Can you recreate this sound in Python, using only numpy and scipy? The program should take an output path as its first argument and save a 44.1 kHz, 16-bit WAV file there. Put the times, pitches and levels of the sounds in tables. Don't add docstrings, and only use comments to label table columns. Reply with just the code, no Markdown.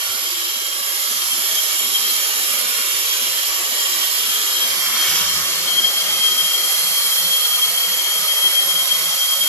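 import sys
import numpy as np
from scipy import signal
from scipy.fft import rfft, irfft
from scipy.io import wavfile
from scipy.ndimage import uniform_filter1d, map_coordinates

SR = 44100
rng = np.random.default_rng(int(sys.argv[2]) if len(sys.argv) > 2 else 0)


def to_wav(s):
    ch = np.atleast_2d(s).T
    pcm = np.round(np.clip(ch, -1, 1) * 32767)
    wavfile.write(sys.argv[1], SR, pcm.astype(np.int16))


N = 418058
HZ = np.maximum(np.fft.rfftfreq(N, 1 / SR), 1)
SPLIT = np.array([[.5], [-.5]])


def jet(way):
    # freq_hz, level_db
    aside_spectrum = [(390, -21), (805, -18), (1120, -12.5), (1350, -15), (2580, -7.5), (3230, -7.5),
                      (4570, -10.5), (7190, -8), (8750, -13.5), (11800, -9), (14400, -21)]
    pipe_spectrum = [(390, -11), (965, -14.5), (1270, -12.5), (1590, -11), (2820, -9), (3130, -8.5),
                     (3540, -13), (4300, -9.5), (10000, -14.5), (11500, -7.5), (14400, -25.5)]
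    # freq_hz, width_hz, lift_db
    aside_peaks = [(1130, 130, 5), (1750, 140, 2), (2260, 200, 4), (2580, 150, -3), (2860, 70, 4),
                   (3030, 120, -2), (3200, 90, 4), (3330, 150, 3), (4100, 120, 3), (5380, 150, 3),
                   (6000, 150, 3), (6650, 250, -3), (7120, 270, 6), (8900, 600, -4), (9650, 400, 3),
                   (12150, 500, 2.5)]
    pipe_peaks = [(560, 60, 3), (1250, 170, 5), (1600, 130, -5), (2040, 90, 3), (2240, 100, 4),
                  (2600, 250, -4), (2980, 150, 3), (3110, 70, -5), (4258, 75, 7), (4650, 80, 3),
                  (5050, 80, 4), (5500, 150, 2), (6120, 150, 2), (6420, 100, 2), (7110, 150, 4),
                  (8600, 600, -3), (9780, 150, 4)]
    # freq_hz, left_over_right_db
    aside_pan = [(490, 17), (750, 4), (1140, -3.5), (1740, 3), (2660, -5), (4050, 0.5), (6170, -3),
                 (9400, 6.5), (14300, 4)]
    pipe_pan = [(490, 4), (750, 2), (1140, 2.4), (1740, 0.43), (2660, 0.5), (4050, 3.1), (6170, 1.8),
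                (9400, 6.6), (14300, 8.1)]
    # freq_hz, width_hz, lift_db
    aside_port_peaks = ([(800, 110, -10.5), (2920, 250, 1.5), (4300, 150, -0.5), (5200, 300, 2.5),
                        (5840, 300, 4)], [(560, 160, -5.5), (716, 87, 6), (2550, 230, -9.5),
                        (4320, 81, 4.5), (4920, 490, 4.5), (5740, 200, 3)])
    pipe_port_peaks = ([(1360, 160, 3.5), (3500, 200, 5), (10900, 1200, -1), (13800, 600, 6.5)],
                       [(534, 130, 4), (1600, 140, -1), (11900, 500, 0), (12900, 700, 1)])
    hiss = turbulence(flicker_db=.4)
    aside = resonate(hiss * np.sqrt(1 - way), aside_spectrum, aside_peaks, aside_pan, aside_port_peaks)
    at_pipe = resonate(hiss * np.sqrt(way), pipe_spectrum, pipe_peaks, pipe_pan, pipe_port_peaks)
    return aside + at_pipe


def turbulence(flicker_db):
    # time_s, level_db, sizzle_db, roar_db
    levels = [(0, -32.5, -3, -6), (.6, -33.5, -2, -5.5), (.95, -32, -1, -5), (1.5, -30.5, 0, -4.5),
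              (1.8, -30.5, -1.5, -6), (2.1, -30, -1, -5), (2.5, -30.5, -1, -4), (3, -31, -1.5, -4.5),
              (3.3, -30.5, -1.5, -5), (3.7, -31.5, -1.5, -3.5), (4, -30, -2, -6), (4.2, -30, -1.5, -5),
              (4.5, -29.5, -2.5, -6), (4.9, -30, -2, -4), (4.99, -29.5, -2, -3), (5.12, -26.5, -2.5, -4),
              (5.19, -26.5, -3, -5), (5.27, -29, -5, -4.5), (5.36, -28, -3.5, -5.5), (5.42, -31, -4, -5),
              (5.6, -31, -4.5, -6), (6.2, -30, -3.5, -7), (7.0, -30, 0, -8.5), (7.6, -30.5, -1, -7),
              (8, -31, -1.5, -7), (8.4, -31, -0.5, -6.5), (8.9, -30, -2.5, -8), (9.48, -29.5, -0.5, -9.5)]
    level_db, sizzle_db, roar_db = in_time(levels)
    white = rfft(rng.standard_normal((3, N)))
    low = 1 / (1 + (HZ / 2900) ** 8)
    high = 1 / (1 + (8200 / HZ) ** 16)
    bands = [(low, roar_db - np.median(roar_db)), (1 - low - high, 0),
             (high, sizzle_db - np.median(sizzle_db))]
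    noise = sum(irfft(white * band, N) * from_db(db + flicker_db * drift(23)) for band, db in bands)
    return from_db(level_db) * noise


def resonate(hiss, spectrum, peaks, pan, port_peaks):
    colour = from_db(at_hz(spectrum) + bumps(peaks)) / (1 + (450 / HZ) ** 16)
    colour /= np.sqrt(np.mean(colour ** 2 * (HZ > 3500) * (HZ < 8000)))
    right_cavity_db = bumps([(11500, 3100, 19.6)])
    colour = colour * from_db((at_hz(pan) - right_cavity_db) * SPLIT)
    colour *= from_db([bumps(port) for port in port_peaks])
    source = rfft(hiss)
    return np.array([irfft(source[0] * colour, N), irfft(source[1:] * colour, N)])


def whistle(way, pipe_waver_hz, unrest, unrest_hz=24):
    # time_s, pitch_hz
    pitch = [(0, 3170), (.5, 3180), (.8, 3210), (1.3, 3180), (1.7, 3192), (2.3, 3172), (2.8, 3185),
             (4.2, 3186), (5.0, 3200), (5.3, 3175), (5.8, 3208), (6.3, 3204), (6.6, 3212), (7.4, 3220),
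             (7.9, 3197), (8.4, 3202), (8.8, 3212), (9.48, 3214)]
    # time_s, level_db, left_over_right_db, left_lead_rad
    levels = [(0, -31, 2, 2.5), (.25, -29, 0, 2.3), (.5, -29.5, 6, -3.5), (.75, -32, -3, 0),
              (.95, -34, -2, -3.7), (1.15, -34, 12, -2), (1.3, -33, 5, -2.5), (1.5, -27, 9, -6),
              (1.7, -32, 5, -5), (1.9, -31, 6, -4), (2.1, -28, 2, -6), (2.35, -34, 6, -4.5),
              (2.7, -32.5, 7, -4.5), (3.3, -27, -2, -2.5), (3.6, -34, 7, -3), (3.9, -24, 6, -2.5),
              (4.1, -30, -9, -2.5), (4.3, -28, 6, -2.5), (4.5, -27, 4, 1.5), (4.75, -24.5, 3, 2.5),
              (4.9, -27, -1, 2.5), (5.05, -29, 11, 1), (5.3, -26.5, 6, 3.5), (5.55, -32, 6, 3),
              (5.72, -22, 5, 1.5), (6.0, -23.5, 5, 2.5), (6.3, -21, 4.5, 2), (6.75, -24, 8, 1.5),
              (6.9, -27.5, 9.5, 2.5), (7.4, -21, 3.5, 2), (7.75, -23, 5.5, 3), (8.2, -28.5, 9.5, 2),
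              (8.5, -21.5, 5, 3), (9.05, -26, 5, 2), (9.48, -23.5, 5.5, 1.5)]
    # middle_s, length_s, level_db
    swells = [(1.32, 0.033, -22), (1.59, 0.03, -23.5), (1.8, 0.02, -23), (1.96, 0.028, -19.5),
              (2.06, 0.034, -25), (4.63, .04, -27), (5.02, .1, -25), (5.19, 0.039, -27), (5.36, .03, -28),
              (5.68, .04, -24), (5.79, 0.022, -13.5), (5.85, 0.015, -14), (6.25, 0.084, -19.5),
              (6.41, .05, -25), (7.33, 0.051, -32), (7.63, .036, -18), (8.3, 0.048, -28),
              (8.46, 0.043, -17), (8.58, 0.065, -21), (8.7, .04, -23), (8.81, 0.033, -29),
              (8.92, 0.016, -16.5), (9.07, 0.04, -33), (9.21, 0.071, -26), (9.32, 0.035, -33),
              (9.42, 0.032, -25)]
    pitch_hz, = in_time(pitch)
    level_db, pan_db, lead_rad = in_time(levels)

    def push():
        return drift(unrest_hz) + 1j * drift(unrest_hz)

    common_share = .45 * (1 - way) + .88 * way
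    common = np.sqrt(common_share) * (1 + unrest * push()) / np.sqrt(1 + 2 * unrest ** 2)
    echoes = np.sqrt((1 - common_share) / 2) * np.array([push(), push()])
    strength = from_db(level_db) * (common + echoes) + humps(swells, steepness=3)
    waver_hz = pipe_waver_hz * (1 + 2 * (1 - way)) * drift(unrest_hz / 2)
    carrier = np.exp(2j * np.pi * np.cumsum(pitch_hz + waver_hz) / SR)
    ports = from_db(SPLIT * pan_db) * np.exp(1j * SPLIT * lead_rad)
    return np.sqrt(2) * np.real(carrier * strength * ports)


def upper_whistle(lag_ms, pitch_hz=4250, width_hz=45, pan_db=9):
    # time_s, level_db
    levels = [(0, -65), (4.85, -51), (5.0, -26.5), (5.2, -45), (5.7, -34), (6.1, -41), (7.0, -32),
              (8.2, -37), (9.48, -48)]
    level_db, = in_time(levels)
    mode = rfft(rng.standard_normal(N)) / (1 + (2 * (HZ - pitch_hz) / width_hz) ** 2)
    tone = rms_one(irfft(mode, N)) * from_db(level_db)
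    return np.array([delayed(tone, lag_ms), tone]) * from_db(SPLIT * pan_db)


def whoosh():
    swells = [(4.95, .43, -34), (5.22, .19, -38)]   # middle_s, length_s, level_db
    return humps(swells, steepness=2.5) * low_band(1230, width_hz=580)


def flutter(half_depth_db):
    # middle_s, length_s, level_db
    thuds = [(.1, 0.037, -50), (1.17, 0.051, -56), (2.77, 0.047, -52), (2.96, 0.04, -56),
             (3.05, 0.039, -55), (3.28, 0.06, -51), (3.51, 0.042, -58), (4.71, 0.072, -59),
             (4.89, 0.067, -52), (5.09, .045, -52), (5.32, 0.31, -43.5), (5.55, 0.047, -54),
             (5.63, 0.09, -54), (6.13, 0.085, -53), (6.35, 0.098, -52.5)]
    # start_s, length_s, level_db
    hum = [(1.17, 0.024, -61), (1.402, 0.025, -65), (1.478, 0.082, -71), (1.687, 0.037, -58),
           (1.925, 0.032, -55), (1.985, 0.078, -52), (2.627, 0.065, -52), (3.273, 0.11, -53),
           (3.595, 0.046, -63), (4.05, 0.049, -59), (4.284, 0.037, -60), (4.49, 0.05, -56),
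           (4.61, 0.11, -55), (4.74, 0.27, -52.5), (5.057, 0.39, -45.5), (5.47, .2, -50),
           (5.706, 0.19, -50), (6.012, 0.24, -47), (6.287, 0.057, -47), (6.416, 0.059, -46.5),
           (6.612, 0.082, -53), (6.775, 0.17, -49), (7.015, 0.093, -51), (7.2, 0.13, -47.5),
           (7.502, 0.13, -50), (7.655, 0.1, -50), (7.867, 0.13, -51), (8.149, 0.1, -49),
           (8.426, 0.053, -52), (8.622, 0.22, -51), (8.897, 0.17, -49), (9.065, 0.097, -48),
           (9.366, 0.091, -48)]
    # centre_hz, ceiling_db, readiness
    burble = [(242, -49, -0.5), (352.5, -47, 0.45), (430, -48.5, 0.57)]
    # time_s, readiness
    stirring = [(0, -0.34), (1.5, 0.33), (4.6, 0.68), (5.1, 1.5), (5.7, 1.14), (6.5, 0.023), (7.5, -0.46),
                (9.48, -0.31)]
    out = humps(thuds, steepness=3) * low_band(92, width_hz=42)
    puffs = [(start_s + length_s / 2, length_s, db) for start_s, length_s, db in hum]
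    out += humps(puffs, steepness=6.6) * low_band(176, width_hz=48)
    stir, = in_time(stirring)
    for centre_hz, ceiling_db, readiness in burble:
        gap_db = half_depth_db * (np.tanh(2.47 * (drift(8.7) + readiness + stir)) - 1)
        out += from_db(ceiling_db + gap_db) * low_band(centre_hz, width_hz=72.5)
    return out


def bounce(x, left_from_hz=1500, right_from_hz=8500):
    # time_s, left_ms, right_ms, left_gain, right_gain
    path = [(0, .76, .965, .15, .2), (1.3, .76, .97, .2, .3), (1.7, .76, .975, .25, .3),
            (2.1, .76, .995, .25, .55), (2.5, .76, .975, .25, .4), (3.1, .76, 1.015, .25, .3),
            (3.4, .76, .99, .25, .5), (3.7, .76, .975, .25, .2), (4.1, .76, .995, .25, .45),
            (4.6, .76, .97, .25, .2), (5.3, 1.2, .9, .05, 0), (6.2, 1.55, .79, .2, .05),
            (6.6, 1.54, .80, .15, .55), (7.2, 1.54, .827, .2, .5), (7.6, 1.54, .842, .2, .55),
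            (8.0, 1.54, .86, .2, .55), (8.4, 1.54, .876, .25, .55), (8.9, 1.54, .89, .25, .4),
            (9.25, 1.54, .91, .2, .3), (9.48, 1.54, .92, .2, .4)]
    left_ms, right_ms, left_gain, right_gain = in_time(path)
    ports = [(left_ms, left_gain, left_from_hz), (right_ms, right_gain, right_from_hz)]
    out = x.copy()
    for port, (path_ms, gain, from_hz) in enumerate(ports):
        treble = irfft(rfft(x[:, port]) / (1 + (from_hz / HZ) ** 6), N)
        delay_ms = path_ms + .004 * drift(.8)
        out[:, port] += gain * np.array([delayed(row, delay_ms) for row in treble])
    return out


def closet(direct, late, t60_s=.073, first_echo_s=.002, late_share=.5):
    # freq_hz, gain_db
    tail_colour = [(300, -1.5), (1000, 3.5), (2500, 1.5), (5000, 3), (9000, 1.5), (14000, 6.5)]
    shifts_s = np.concatenate([np.arange(0, 4.5, .3), np.arange(4.6, 5.9, .15), np.arange(6.1, 9.4, .22),
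                [9.48]])
    t = np.arange(SR // 3) / SR
    decay = from_db(-60 * t / t60_s) * (t > first_echo_s)
    decay /= np.sqrt(np.sum(decay ** 2))
    early = np.zeros((2, N + len(t)))
    shifts = np.minimum(np.round(np.array(shifts_s) * SR).astype(int), N)
    for k in range(len(shifts)):
        start, end = shifts[max(k - 1, 0)], shifts[min(k + 1, len(shifts) - 1)]
        fade = np.sqrt(np.interp(np.arange(start, end), shifts, np.arange(len(shifts)) == k))
        tail = rng.standard_normal((2, len(t))) * decay
        early[:, start:end + len(t) - 1] += signal.fftconvolve(direct[:, start:end] * fade, tail, axes=1)
    echoes = np.sqrt(1 - late_share) * early[:, :N] + np.sqrt(late_share) * late
    return irfft(rfft(echoes) * from_db(at_hz(tail_colour)), N)


def wander(x, way, patch_s=.25, patch_hz=300):
    # freq_hz, spread_db
    aside_spread = [(300, 2), (2000, 1.6), (4000, 2.4), (7000, 2), (12000, 1.6)]
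    pipe_spread = [(300, 1.5), (2000, .8), (7000, .7), (12000, .5)]
    hz, frame_s, spectrum = signal.stft(x, SR, nperseg=1024)
    field = rng.standard_normal(spectrum.shape)
    for _ in range(2):
        field = uniform_filter1d(field, size=int(patch_s / frame_s[1] / 2), axis=2)
        field = uniform_filter1d(field, size=int(patch_hz / hz[1] / 2), axis=1)
    frame_way = np.interp(frame_s, np.arange(N) / SR, way)
    hz = np.maximum(hz, 1)[:, None]
    spread_db = at_hz(aside_spread, hz) * (1 - frame_way) + at_hz(pipe_spread, hz) * frame_way
    return signal.istft(spectrum * from_db(spread_db * rms_one(field)), SR)[1][:, :N]


def low_band(centre_hz, width_hz):
    white = rfft(rng.standard_normal(N) + .91 * rng.standard_normal((2, N)))
    band = 1 / (1 + (2 * (HZ - centre_hz) / width_hz) ** 6)
    return rms_one(irfft(white * band, N) * from_db(SPLIT * 3.2))


def drift(rate_hz):
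    hop = 40
    pole = np.exp(-2 * np.pi * rate_hz * hop / SR)
    slow = signal.lfilter([1], [1, -2 * pole, pole * pole], rng.standard_normal(N // hop + 2002))[2000:]
    return np.interp(np.arange(N) / hop, np.arange(len(slow)), rms_one(slow))


def humps(rows, steepness):
    t = np.arange(N) / SR
    return sum(from_db(db) * np.exp(-np.abs(2 * (t - middle_s) / length_s) ** steepness)
               for middle_s, length_s, db in rows)


def bumps(peaks):
    return sum(db / (1 + (2 * (HZ - hz) / width_hz) ** 2) for hz, width_hz, db in peaks)


def delayed(x, delay_ms):
    return map_coordinates(x, [np.arange(N) - delay_ms * SR / 1000], order=3, mode="mirror")


def in_time(rows):
    time_s, *columns = np.transpose(rows)
    return [np.interp(np.arange(N) / SR, time_s, column) for column in columns]


def at_hz(points, hz=HZ):
    freq_hz, level_db = np.transpose(points)
    return np.interp(np.log(hz), np.log(freq_hz), level_db)


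def from_db(db):
    return 10 ** (np.asarray(db) / 20)


def rms_one(x):
    return x / np.sqrt(np.mean(x ** 2) + 1e-20)


def scene():
    # time_s, way_to_pipe (0-1), left_lag_ms
    swing = [(0, 0.2, 0.23), (.7, 0.06, 0.28), (4.5, 0.09, 0.27), (4.8, 0.08, 0.18), (5.05, 0.02, -0.014),
             (5.35, 0.02, -0.116), (5.7, 0.84, -0.13), (9.48, 0.94, -0.14)]
    way, lag_ms = in_time(swing)
    direct, late = bounce(jet(way))
    echoes = closet(direct, late)
    direct[0] = delayed(direct[0], lag_ms)
    whistles = whistle(way, pipe_waver_hz=3, unrest=.7) + upper_whistle(lag_ms)
    return wander(direct + echoes, way) + whistles + whoosh() + flutter(half_depth_db=26.5)


def record(dry):
    ceiling, cutoff_hz = .8, 14520
    rounded = dry / (1 + (dry / ceiling) ** 6) ** (1 / 6)
    return signal.sosfilt(signal.ellip(16, .5, 80, cutoff_hz, fs=SR, output="sos"), rounded)


dry = scene()
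out = record(dry)
to_wav(out)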